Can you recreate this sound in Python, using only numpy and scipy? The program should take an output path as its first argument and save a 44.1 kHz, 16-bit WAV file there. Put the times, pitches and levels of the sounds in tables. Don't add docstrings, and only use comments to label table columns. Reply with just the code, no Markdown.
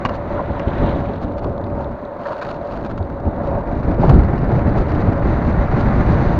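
import sys
import numpy as np
from scipy import signal
from scipy.fft import rfft, irfft, next_fast_len
from scipy.io import wavfile
from scipy.ndimage import map_coordinates

SR = 44100
rng = np.random.default_rng(int(sys.argv[2]) if len(sys.argv) > 2 else 0)


def log_audio(samples):
    frames = np.atleast_2d(samples).T
    limited = np.clip(frames, -1, 1)
    pcm = np.round(limited * 32767).astype(np.int16)
    wavfile.write(sys.argv[1], SR, pcm)


N = 281799


def amp(db):
    return 10 ** (np.asarray(db) / 20)


def unit(x):
    return x / np.sqrt(np.mean(x ** 2) + 1e-20)


def seconds():
    return np.arange(N) / SR


def curve(rows):
    s, db = np.transpose(rows)
    return np.interp(seconds(), s, db)


def swells(rows):
    t = seconds()
    return sum(db * np.exp(-((t - s) / length) ** 2) for s, length, db in rows)


def wobble(rate):
    return map_coordinates(rng.standard_normal(N // 20), [np.arange(N) * rate / SR], mode="wrap")


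def gains(points, hz):
    f, db = np.transpose(points)
    return amp(np.interp(np.log(hz + 1), np.log(f + 1), db))


def filtered(x, response):
    size = next_fast_len(N + SR // 2)
    return irfft(rfft(x, size) * response(np.fft.rfftfreq(size, 1 / SR)), size)[:N]


def noise(spectrum):
    return unit(filtered(rng.standard_normal(N), lambda hz: gains(spectrum, hz)))


def struck(force, spectrum, size=2048):
    cepstrum = irfft(np.log(gains(spectrum, np.fft.rfftfreq(size, 1 / SR))))
    cepstrum[1:size // 2] *= 2
    cepstrum[size // 2 + 1:] = 0
    body = irfft(np.exp(rfft(cepstrum)))
    return signal.fftconvolve(force, body / np.linalg.norm(body))[:N]


def grit(rate, spread_db):
    hits = rng.random(N) < rate / SR
    sizes = rng.standard_normal(N) * amp(spread_db * rng.standard_normal(N))
    return unit(hits * sizes)


def crackle(rate, t60):
    starts = (rng.random(N) < rate / SR) * rng.uniform(0.2, 1, N)
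    decay = amp(-60 * np.arange(SR // 20) / SR / t60)
    return unit(signal.fftconvolve(starts, decay)[:N] * rng.standard_normal(N))


# t/s, airflow/dB
AIR_BEFORE, AIR_AFTER = [
    [(0.2, -42), (0.6, -41.5), (0.796, -35.5), (1.282, -51), (2.05, -48.5)],
    [(3.1, -49.5), (4.23, -38), (4.51, -39), (6.07, -33), (6.39, -35)],
]
USUAL_AIR_DB = -40.5


def airflow():
    return curve([*AIR_BEFORE, *AIR_AFTER]) - USUAL_AIR_DB


# t/s, level/dB
BUFFET_BEFORE = [(0.0, -31.5), (0.782, -27), (1.8, -27.5)]
BUFFET_AFTER = [(2.9, -30.5), (3.57, -26), (4.24, -18.5), (6.07, -16.5), (6.39, -18.5)]
# t/s, half length/s, lift/dB
GUSTS = [(.5, 0.033, 5.5), (.83, 0.11, 10), (1.46, .04, 6.5), (1.72, .06, 1.5), (2.82, 0.043, 3),
         (3.28, .04, 0), (3.56, 0.035, 3), (3.86, 0.056, 2.5), (4.1, 0.16, 7), (5.92, 0.19, 1.5)]
# f/Hz, relative level/dB
RUMBLE = [(10, -11), (30, -2.5), (70, 0.5), (120, -3), (200, -8), (320, -16), (500, -24.5), (1000, -40),
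          (2000, -52), (4000, -87)]
ROAR = [(60, -11), (160, 1.5), (300, 3), (430, -2), (540, -7.5), (760, -5), (1000, -15), (1400, -22.5),
        (2000, -42.5), (3000, -51.5), (7000, -71)]
RUSH = [(300, -4.5), (750, 5), (1100, 5), (1500, 1.5), (1950, -2.5), (2250, -8.5), (2600, -17), (3200, -27),
        (6000, -52.5)]
HISS = [(1500, -13.5), (2400, 4), (3200, -4), (3900, 1), (4700, -4.5), (5200, -14.5), (6000, -10),
        (7000, -19), (9000, -37), (14000, -53.5)]
# f/Hz, relative level/dB
CLACK = [(60, 9.5), (300, 8), (1100, -2), (1800, -7.5), (2400, -9.5), (2900, -14), (3300, -30),
         (4500, -20.5), (6500, -36.5), (9000, -47.5), (15000, -74.5)]
USUAL_BUFFET_DB = -25
RUMBLE_DB, RUMBLE_GROWS = -22.5, 1.05
ROAR_DB, ROAR_GROWS, ROAR_GUST_GROWS = -26, 0.52, 0.9
RUSH_DB, RUSH_GROWS = -34, 1.03
HISS_DB, HISS_GROWS = -56.5, 1.25
LEE_FROM_S, LEE_FALL_S, LEE_UNTIL_S, LEE_RETURN_S, LEE_DB = 1.93, 0.054, 2.76, 0.38, -14.5


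def wind():
    t = seconds()
    entering = (t - LEE_FROM_S) / LEE_FALL_S
    leaving = (LEE_UNTIL_S - t) / LEE_RETURN_S
    lee = np.clip(np.minimum(entering, leaving), 0, 1)
    pressure_db = curve([*BUFFET_BEFORE, *BUFFET_AFTER]) - USUAL_BUFFET_DB + LEE_DB * lee
    air_db = airflow()
    gust_db = swells(GUSTS)
    rumble_db = RUMBLE_DB + RUMBLE_GROWS * pressure_db + gust_db
    roar_db = ROAR_DB + ROAR_GROWS * pressure_db + ROAR_GUST_GROWS * gust_db
    chop, flutter = wobble(19), wobble(90)
    rumble = amp(rumble_db) * unit(noise(RUMBLE) * amp(2.2 * chop))
    roar = amp(roar_db) * unit(noise(ROAR) * amp(1.7 * chop + 1.5 * flutter))
    rush_moves = amp(0.62 * chop + 1.4 * flutter)
    rush = amp(RUSH_DB + RUSH_GROWS * air_db) * unit(noise(RUSH) * rush_moves)
    hiss_moves = amp(2.8 * chop + 0.64 * flutter + 1.6 * wobble(350))
    hiss = amp(HISS_DB + HISS_GROWS * air_db) * unit(noise(HISS) * hiss_moves)
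    sputter_db = 0.5 * (rumble_db + roar_db) - 20
    sputter = amp(sputter_db) * struck(crackle(rate=54, t60=0.018), CLACK)
    return rumble + roar + rush + hiss + sputter


# t/s, relative level/dB, half length/s, f/Hz
EDDIES = [(.515, -14.5, 0.015, 73), (.677, -6.5, 0.0081, 86), (.825, -24, 0.033, 156),
          (3.015, -8.5, 0.014, 87), (3.278, -5.5, 0.013, 75.5), (4.002, -4, 0.013, 132),
          (4.105, 2, 0.019, 137.5), (4.338, -3, 0.0074, 112), (4.435, -5.5, 0.01, 130),
          (4.805, -4, 0.0078, 50), (5.087, -4.5, 0.019, 94.5)]


def eddies():
    t, out, puff = seconds(), np.zeros(N), noise(ROAR)
    for (s, db, length, hz), phase in zip(EDDIES, rng.random(len(EDDIES))):
        swing = np.sin(2 * np.pi * (hz * (t - s) + phase))
        bell = np.exp(-((t - s) / length) ** 2)
        out += amp(db - 4.0) * bell * (swing + 0.34 * puff)
    return out


# f/Hz, relative level/dB
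CLOTH = [(1000, -16.5), (2400, -1), (3100, -1.5), (3900, -3.5), (5000, -24.5), (8000, -32.5)]
SWISH_S, SWISH_DB, SWISH_RISE_DB_PER_S, SWISH_FALL_DB_PER_S = 0.88, -44, 27.5, 41


def swish():
    after = seconds() - SWISH_S
    swish_db = SWISH_DB + np.minimum(SWISH_RISE_DB_PER_S * after, -SWISH_FALL_DB_PER_S * after)
    return amp(swish_db) * unit(noise(CLOTH) * amp(3.5 * wobble(120)))


# t/s, length/s, relative level/dB
CREAKS = [(0.12, .05, -37.5), (1.002, .01, -34.5), (1.129, 0.054, -43), (1.214, .035, -37.5),
          (1.365, 0.034, -38), (1.435, .016, -33.5), (1.783, .05, -39.5), (2.189, 0.23, -36),
          (2.413, .022, -31.5), (2.429, .14, -35), (2.619, 0.2, -39.5), (2.838, .035, -33.5),
          (2.895, 0.028, -34), (2.975, .006, -34), (3.095, .007, -40), (3.418, .07, -43.5),
          (3.916, .006, -30.5), (4.008, .14, -35), (4.094, 0.0037, -28), (4.409, .04, -39.5),
          (4.762, 0.064, -34), (4.89, 0.032, -34), (5.762, 0.078, -33)]
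# f/Hz, relative level/dB
CREAK = [(150, -22.5), (600, 2.5), (1350, 5.5), (2000, -11.5), (2700, -11.5), (3300, -17.5), (4400, -15),
         (5200, -26), (6300, -29.5), (9000, -35.5), (15000, -48)]


def creaks(slip_rate=210, slip_t60=0.024, uneven_db=2.5, taper_db=8, count=64):
    slips = np.zeros(N)
    for s, length, db in CREAKS:
        chance = rng.standard_normal((count, 2))
        gaps = np.exp(0.44 * chance[:, 0]) / slip_rate
        after = np.cumsum(gaps) - gaps[0]
        off_centre = (2 * after - length) / (length + 2 / slip_rate)
        slip_db = db + 4.0 - taper_db * off_centre ** 2 + uneven_db * chance[:, 1]
        sizes = amp(slip_db) * (after < length)
        slips += np.bincount(((s + after) * SR).astype(int), sizes, N)[:N]
    decay = amp(-60 * seconds()[:SR // 20] / slip_t60)
    scrape = signal.fftconvolve(slips, decay)[:N]
    return struck(scrape * rng.standard_normal(N), CREAK)


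# t/s, relative level/dB
CLACKS = [(0.0512, -6), (0.0549, -15.5), (0.059, -9), (0.089, -19), (0.094, -15.5), (.596, -14),
          (4.097, -29), (4.593, -23)]
# f/Hz, relative level/dB, t60/s
BOOM = [(1110, 1.5, 0.047), (1530, -8.5, 0.035), (2320, -11, 0.022), (2810, -12, 0.028)]


def clacks(t60=0.033):
    t, force, ring = np.arange(SR // 8) / SR, np.zeros(N), np.zeros(N)
    for s, db in CLACKS:
        start = round(s * SR)
        force[start:][:len(t)] += amp(db - 60 * t / t60) * rng.standard_normal(len(t))
        for hz, mode_db, life in BOOM:
            size_db = db + mode_db - 8.0 + rng.normal(0, 1.6)
            ring[start:][:len(t)] += amp(size_db - 60 * t / life) * np.sin(2 * np.pi * hz * t)
    return amp(-3.0) * struck(force, CLACK) + ring


# t/s, level/dB, f/Hz
BUMPS = [(0.38, -29.5, 1300), (0.398, -20, 810), (2.261, -27.5, 1330), (2.32, -29, 1230),
         (2.422, -29.5, 1410), (4.04, -13.5, 720)]


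def bumps(cycles=10, width=0.39):
    t, out = seconds(), np.zeros(N)
    for s, db, hz in BUMPS:
        band = lambda f: 1 / (1 + ((f / hz - 1) / width) ** 4)
        shake = unit(filtered(rng.standard_normal(N), band))
        out += amp(db) * np.exp(-((t - s) * hz / cycles) ** 2) * shake
    return out


# t/s, half length/s, change of the hum/dB
PATCHES = [(.88, 0.086, 5), (2.295, 0.046, 6.5), (2.95, 0.21, -6), (3.41, .04, 6), (3.56, 0.099, 6),
           (4.38, 0.072, -5), (5.2, 0.11, 3), (6.3, 0.22, 4)]
# f/Hz, width/Hz, relative level/dB
BOARD = [(223, 300, -21.5), (576.8, 38.5, 5.5), (668.5, 26, -1.5), (894, 52, -7), (1070, 120, -44),
         (1400, 100, -25)]
# f/Hz, relative level/dB
ROAD = [(30, -13), (90, -9.5), (160, 3), (400, -2.5), (1000, -1.5), (1600, -14.5), (2000, -38.5),
        (3200, -33), (3900, -27.5), (4700, -38), (5150, -51.5), (5900, -44), (7000, -49.5), (9000, -64.5)]
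TICK = [(1000, -20), (3000, -0.5), (3800, 8.5), (4700, 0), (5200, -14.5), (6400, -10.5), (9000, -30.5)]
ROLL_DB, CONTACT_DB, CONTACT_GROWS = -28, -37, 0.17


def wheels():
    def board(f):
        modes = sum(amp(db) * 1j * f * w / (c * c - f * f + 1j * f * w) for c, w, db in BOARD)
        soft_tyre = 1 / (1 + (f / 1500) ** 6)
        return modes * soft_tyre

    ring = unit(filtered(grit(rate=3000, spread_db=0.5), board))
    hum = amp(ROLL_DB + swells(PATCHES) + 1.1 * wobble(14)) * ring
    crackling = unit(struck(grit(rate=2200, spread_db=1.5), ROAD)) * amp(0.41 * wobble(25))
    contact = amp(CONTACT_DB + CONTACT_GROWS * airflow()) * crackling
    pebbles = amp(-67) * struck(crackle(rate=11, t60=0.0087), TICK)
    return hum + contact + pebbles


def scene():
    air = wind() + eddies()
    rig = swish() + creaks() + clacks()
    board = bumps() + wheels()
    return (air + rig + board)[None]


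# f/Hz, gain/dB
MIC = [(6800, -1), (7400, -6.5), (8000, -25.5), (8500, -5), (10000, -12.5)]
TOP_HZ = 15760


def record(dry):
    sound = filtered(dry[0], lambda hz: gains(MIC, hz)) + amp(-77.5) * rng.standard_normal(N)
    sound = sound / (1 + sound ** 8) ** (1 / 8)
    return filtered(sound, lambda hz: hz < TOP_HZ)[None]


dry = scene()
out = record(dry)
log_audio(out)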